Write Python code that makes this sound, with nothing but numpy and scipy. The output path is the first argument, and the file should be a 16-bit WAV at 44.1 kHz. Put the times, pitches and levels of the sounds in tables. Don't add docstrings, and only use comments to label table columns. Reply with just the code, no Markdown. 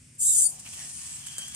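import sys
import numpy as np
from scipy import signal
from scipy.fft import rfft, irfft, next_fast_len
from scipy.io import wavfile
from scipy.ndimage import uniform_filter1d, map_coordinates

SR = 44100
rng = np.random.default_rng(int(sys.argv[2]) if len(sys.argv) > 2 else 0)


def unload_audio(sound):
    columns = np.transpose(np.atleast_2d(sound))
    steps = np.round(np.clip(columns, -1, 1) * 32767)
    wavfile.write(sys.argv[1], SR, steps.astype(np.int16))


N = 68355

# (f/Hz, level/dB)
DRONE_SPECTRUM = [(20,-36),(40,-18),(55,-4),(75,3),(146,0.5),(184,-2),(249,-3.5),(375,-21.5),(450,-32),(700,-60)]
HISS_SPECTRUM = [(200,-33),(350,-12.5),(520,-14),(800,-22),(1300,-17.5),(2400,-8.5),(4100,-18),(5200,-9.5),(6200,-10.5),(8700,-2),(10500,-13.5),(14500,-40)]
HUM_LINES = [(107.7,-80),(145.3,-64.5)]
# (t/s, level/dB, clatter T60/s, pan/dB, knock level/dB)
CLICKS = [(.152,-52.5,.04,0,-40),(.595,-46,.07,2,-30),(.738,-41,.06,0,-30),(1.269,-34,.05,-1,-42),(1.383,-30,.07,1,-24),(1.482,-38,.04,3,-40),(1.548,-33,.04,4,-40)]
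# (f/Hz, level/dB)
CLICK_SPECTRUM = [(300,-44),(1000,-23),(1600,-3),(2500,-13),(5000,-34),(7500,11.5),(8800,12),(10000,-11),(11200,3.5),(14500,-27)]
# (f/Hz, level/dB, T60/s)
LINK_MODES = [(1650,-19,.06),(4750,-17,.05),(7600,-7,.08),(8850,-6,.08),(13200,-17,.04)]
# (t/s, level/dB)
JET_ENVELOPE = [(.177,-79),(.183,-49),(.194,-38.5),(.202,-30),(.222,-24.5),(.275,-22.5),(.31,-24.5),(.36,-23.5),(.395,-23),(.43,-22),(.468,-29),(.484,-34.5),(.502,-35.5),(.52,-43),(.56,-47)]
RUSH_ENVELOPE = [(.41,-68),(.445,-59),(.55,-60),(.66,-69.5),(.75,-62),(.9,-67),(1.05,-84),(1.3,-85),(1.4,-69),(1.46,-63.5),(1.5,-83),(1.55,-74)]
# (f/Hz, level/dB)
JET_SPECTRUM = [(900,-100),(1500,-47),(2400,-43),(3150,-27),(3500,-27),(3900,-39),(4250,-45),(4550,-24),(4850,-17),(5250,-21),(5600,-14.5),(6500,-7.5),(7500,3),(8300,2),(9200,4.5),(10300,-6.5),(12000,-13.5),(14000,-17),(14600,-41)]
RUSH_SPECTRUM = [(200,-21),(420,-3.5),(750,1.5),(1000,-4.5),(1300,-12.5),(2000,-22),(5000,-47)]
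# (t/s, f/Hz, level/dB)
WHISTLES = [
    [(.235,7250,-42),(.265,7680,-27),(.293,7790,-24),(.32,7450,-27),(.35,7050,-30),(.37,6750,-36),(.39,6450,-30),(.41,6300,-45)],
    [(.355,9250,-36),(.378,9050,-23),(.392,8750,-25),(.402,8250,-25),(.415,7900,-38)],
    [(.39,8000,-36),(.402,7900,-28),(.415,7500,-29),(.455,7020,-34),(.485,7250,-42)],
    [(.345,10550,-38),(.378,10300,-31),(.392,9950,-32),(.405,9400,-40)],
    [(.415,10050,-38),(.44,9420,-28),(.46,9180,-23),(.474,9320,-28),(.487,9400,-48)],
    [(.26,10100,-38),(.28,10050,-34),(.296,9520,-26),(.325,9380,-35)],
]
WHISTLE_PANS = [-4.5, 15, -7, 10, 16, 18]
SUBHARMONICS = [-24, -38, -30, -30, -19, -38]
# (t/s, sigma/s, level/dB, f/Hz, sigma/octaves)
SCRAPES = [(0.369,0.026,-69,820,0.11),(0.67,0.01,-48.5,2400,0.41),(0.735,0.0047,-48,3150,0.89),(0.806,0.027,-54.5,1940,0.16),(0.82,0.025,-50,5700,0.06)]
# (t/s, level/dB)
RASP_ENVELOPE = [(0.5, -56), (0.526, -47), (0.59, -46.5), (0.598, -39), (0.618, -47.5), (0.728, -39.5),
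                 (1.152, -41), (1.25, -44.5), (1.274, -37.5), (1.288, -42), (1.376, -43), (1.382, -40.5),
                 (1.424, -40.5), (1.488, -41.5), (1.52, -43.5), (1.55, -41)]
GRIND_ENVELOPE = [(0.5, -94), (0.516, -61), (0.64, -59), (0.668, -46), (0.692, -54.5), (0.818, -48),
                  (0.934, -56.5), (1.0, -50.5), (1.18, -52.5), (1.438, -50.5), (1.51, -55), (1.55, -47.5)]
# (f/Hz, level/dB)
RASP_SPECTRUM = [(1000,-28.5),(3700,-16),(4500,-9),(5600,-4),(6900,0),(7700,1),(9000,2),(10100,-5.5),(12000,-17),(13500,-29),(14500,-35)]
GRIND_SPECTRUM = [(400,-54),(700,-7),(1100,-5),(1600,-5.5),(2200,-1.5),(3000,4),(3350,2),(3700,-7.5),(4300,-3.5),(7000,-11)]
# (f/Hz, pan/dB)
JET_PAN = [(3000,2),(5700,-1),(6900,-1),(7700,-7),(8400,9.5),(9500,5.5),(10500,9),(12200,3),(14800,3)]
RASP_PAN = [(60, -6), (150, 1), (380, -24), (940, -23), (2360, 5), (5910, -5), (14800, 15)]
# (t/s, f/Hz, level/dB)
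GEAR_MESH = [(.74,1750,-70),(.81,1925,-52),(.86,1850,-62),(.905,1910,-64),(.975,1745,-64),(1.01,1855,-62),(1.13,1790,-61),(1.2,1715,-61),(1.3,1635,-58),(1.36,1597,-53),(1.395,1585,-48),(1.43,1568,-46.5),(1.47,1615,-51),(1.5,1660,-53),(1.55,1665,-53)]
WRIST_WHINE = [(.82,7700,-43),(.9,8080,-52),(.95,7840,-68),(1.01,7870,-48),(1.11,7750,-45),(1.16,7740,-41.5),(1.19,7370,-64)]
# (f/Hz, level/dB)
HOUSING_RESPONSE = [(1500,-11),(1700,-11),(1930,-1),(2600,-6),(3150,4),(3350,-1),(3700,-12),(4750,-7),(5300,-17),(5750,-4),(6400,-6),(7200,-13),(8000,-4),(9100,-7),(10000,-15),(14000,-28)]
# (t/s, level/dB)
SQUEAL_ENVELOPE = [(.83,-54),(.885,-49),(.92,-44),(.985,-42.5),(1.02,-51),(1.09,-47.5),(1.2,-48),(1.23,-57)]
RATTLE_ENVELOPE = [(1.2,-64),(1.27,-51),(1.3,-50.5),(1.325,-58),(1.36,-56),(1.45,-62),(1.5,-64)]
# (f/Hz, coherence/1)
COHERENCE = [(60,.99),(150,0.98),(300,0.9),(600,0.47),(2000,0.26),(8000,0.49),(14000,0.63)]
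# (f/Hz, phase/rad)
PHASE_LEAD = [(100,-2.4),(1500,0.77),(3000,-1.77),(6000,-1.81),(9000,-1.53),(14000,-1.8)]


def amp(db):
    return 10 ** (np.asarray(db) / 20)


def unit(x):
    return x / np.sqrt(np.mean(x ** 2) + 1e-20)


def along(points, hz):
    f, values = np.transpose(points)
    return np.interp(np.log(hz + 1), np.log(f + 1), values)


def clock():
    return np.arange(N) / SR


def glide(rows):
    rows = np.array(rows)
    return np.interp(clock(), rows[:, 0], rows[:, 1])


def envelope(rows, fade_db_per_s=900):
    rows, t = np.array(rows), clock()
    outside = np.abs(t - np.clip(t, rows[0, 0], rows[-1, 0]))
    return amp(np.interp(t, rows[:, 0], rows[:, -1]) - fade_db_per_s * outside)


def wobble(rate):
    return map_coordinates(rng.standard_normal(int(N * rate / SR) + 4), [clock() * rate])


def filtered(x, response):
    size = next_fast_len(N + 8192)
    return irfft(rfft(x, size) * response(np.fft.rfftfreq(size, 1 / SR)), size)[..., :N]


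def pan(db):
    gains = amp(np.array([[.5], [-.5]]) * db)
    return gains / np.sqrt(np.mean(gains ** 2, axis=0))


def bell(offset, sigma):
    return np.exp(-.5 * (offset / sigma) ** 2)


def noise(spectrum):
    def response(hz):
        angle = np.arccos(np.clip(along(COHERENCE, hz), -1, 1)) / 2
        return amp(along(spectrum, hz)) * [np.cos(angle), np.sin(angle)]
    mid, side = filtered(rng.standard_normal((2, N)), response)
    return unit(np.array([mid + side, mid - side]))


def running_phase(hz, jitter, rate):
    return 2 * np.pi * np.cumsum(hz * (1 + jitter * wobble(rate))) / SR


def machinery():
    hum = 0
    for hz, db in HUM_LINES:
        phase = running_phase(hz, jitter=.016, rate=13.8)
        hum += amp(db) * unit(np.sin(phase) * amp(1.1 * wobble(9.3)))
    return hum + amp(-57) * noise(DRONE_SPECTRUM) + amp(-56.5) * noise(HISS_SPECTRUM)


def linkage_clicks(snap_t60=.005, knock_hz=560, knock_t60=.1):
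    out = np.zeros((2, N))
    for start, db, t60, pan_db, knock_db in CLICKS:
        age = np.abs(clock() - start)
        ring = sum(amp(mode_db + rng.normal(0, 2.5) - 60 * age / decay) * np.sin(2 * np.pi * hz * age)
                   for hz, mode_db, decay in LINK_MODES)
        knock = amp(knock_db - 60 * age / knock_t60) * np.sin(2 * np.pi * knock_hz * age)
        snap = amp(1 - 60 * age / snap_t60)
        clatter = noise(CLICK_SPECTRUM) * (amp(-60 * age / t60) + snap)
        out += (clatter + ring + knock) * pan(pan_db) * (clock() >= start) * amp(db)
    return out


def air_jet(patch_db=3.2, patch_bins=2, patch_frames=9):
    spectra = signal.stft(noise(JET_SPECTRUM), nperseg=512)[2]
    patches = uniform_filter1d(rng.standard_normal(spectra.shape[1:]), patch_bins, axis=0)
    patches = uniform_filter1d(patches, patch_frames, axis=1)
    hiss = signal.istft(spectra * amp(patch_db * unit(patches)), nperseg=512)[1][:, :N]
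    hiss = filtered(unit(hiss), lambda hz: pan(along(JET_PAN, hz)))
    return hiss * envelope(JET_ENVELOPE) * amp(1.4 + .5 * wobble(163.8))


def whistles():
    out = np.zeros((2, N))
    for curve, pan_db, sub_db in zip(WHISTLES, WHISTLE_PANS, SUBHARMONICS):
        phase = running_phase(glide(curve), jitter=.006, rate=1000)
        subharmonic = amp(sub_db) * np.sin(phase / 2 + wobble(460))
        tone = unit((np.sin(phase) + subharmonic) * amp(2.5 * wobble(160)))
        out += pan(pan_db) * tone * envelope(curve)
    return out * amp(2)


def low_rush():
    return noise(RUSH_SPECTRUM) * envelope(RUSH_ENVELOPE) * amp(-1.5 + 1.8 * wobble(89.5))


def joint_scrapes():
    out = np.zeros((2, N))
    for peak_s, sigma_s, db, hz, octaves in SCRAPES:
        band = filtered(noise(GRIND_SPECTRUM), lambda f: bell(np.log2((f + 1) / hz), octaves))
        out += unit(band) * amp(db) * bell(clock() - peak_s, sigma_s)
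    return out


def gears():
    rasp = filtered(noise(RASP_SPECTRUM), lambda hz: pan(along(RASP_PAN, hz)))
    grain = amp(1.5 * wobble(600))
    grind = unit(noise(GRIND_SPECTRUM) * grain) * envelope(GRIND_ENVELOPE)
    return unit(rasp * grain) * envelope(RASP_ENVELOPE) * amp(-1) + grind


def main_motor(teeth=11, runout_rad=.52, rattle_hz=3150, rattle_sigma_hz=160):
    mesh_hz = glide(GEAR_MESH)
    phase = running_phase(mesh_hz, jitter=.002, rate=250)
    gear_angle = phase / teeth
    sway = runout_rad * np.sin(gear_angle + .5 * wobble(40))
    whine = 0
    for k in range(1, 8):
        gain = amp(along(HOUSING_RESPONSE, k * mesh_hz) + 1.5 * wobble(100))
        whine += gain * np.sin(k * phase + sway)
    ringing = filtered(noise(GRIND_SPECTRUM), lambda hz: bell(hz - rattle_hz, rattle_sigma_hz))
    rattle = unit(ringing * (1 + .5 * np.sin(gear_angle))) * envelope(RATTLE_ENVELOPE)
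    fifth = np.sin(5 * phase + sway + .8 * wobble(260))
    squeal = unit(fifth * amp(2 * wobble(120))) * envelope(SQUEAL_ENVELOPE)
    return whine * envelope(GEAR_MESH) * amp(1.5) + rattle + pan(9) * squeal


def wrist_motor():
    phase = running_phase(glide(WRIST_WHINE), jitter=.021, rate=400)
    whine = unit(np.sin(phase) * amp(1.9 * wobble(91.5)))
    return pan(-4.2) * whine * envelope(WRIST_WHINE)


def greenhouse(x, t60=.16, onset_s=.0012):
    t = np.arange(SR // 2) / SR
    tail = rng.standard_normal((2, len(t))) * amp(-60 * t / t60) * (1 - np.exp(-t / onset_s))
    return signal.fftconvolve(x, tail / np.linalg.norm(tail[0]), axes=1)[:, :N]


def scene():
    air = air_jet() + whistles() + low_rush()
    arm = main_motor() + wrist_motor() + gears() + joint_scrapes() + linkage_clicks()
    robot = filtered(air + arm, lambda hz: np.exp(np.array([[.5j], [-.5j]]) * along(PHASE_LEAD, hz)))
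    return robot + amp(-10) * greenhouse(robot) + machinery()


def record(dry, cutoff_hz=14450):
    return filtered(dry, lambda hz: hz < cutoff_hz)


dry = scene()
out = record(dry)
unload_audio(out)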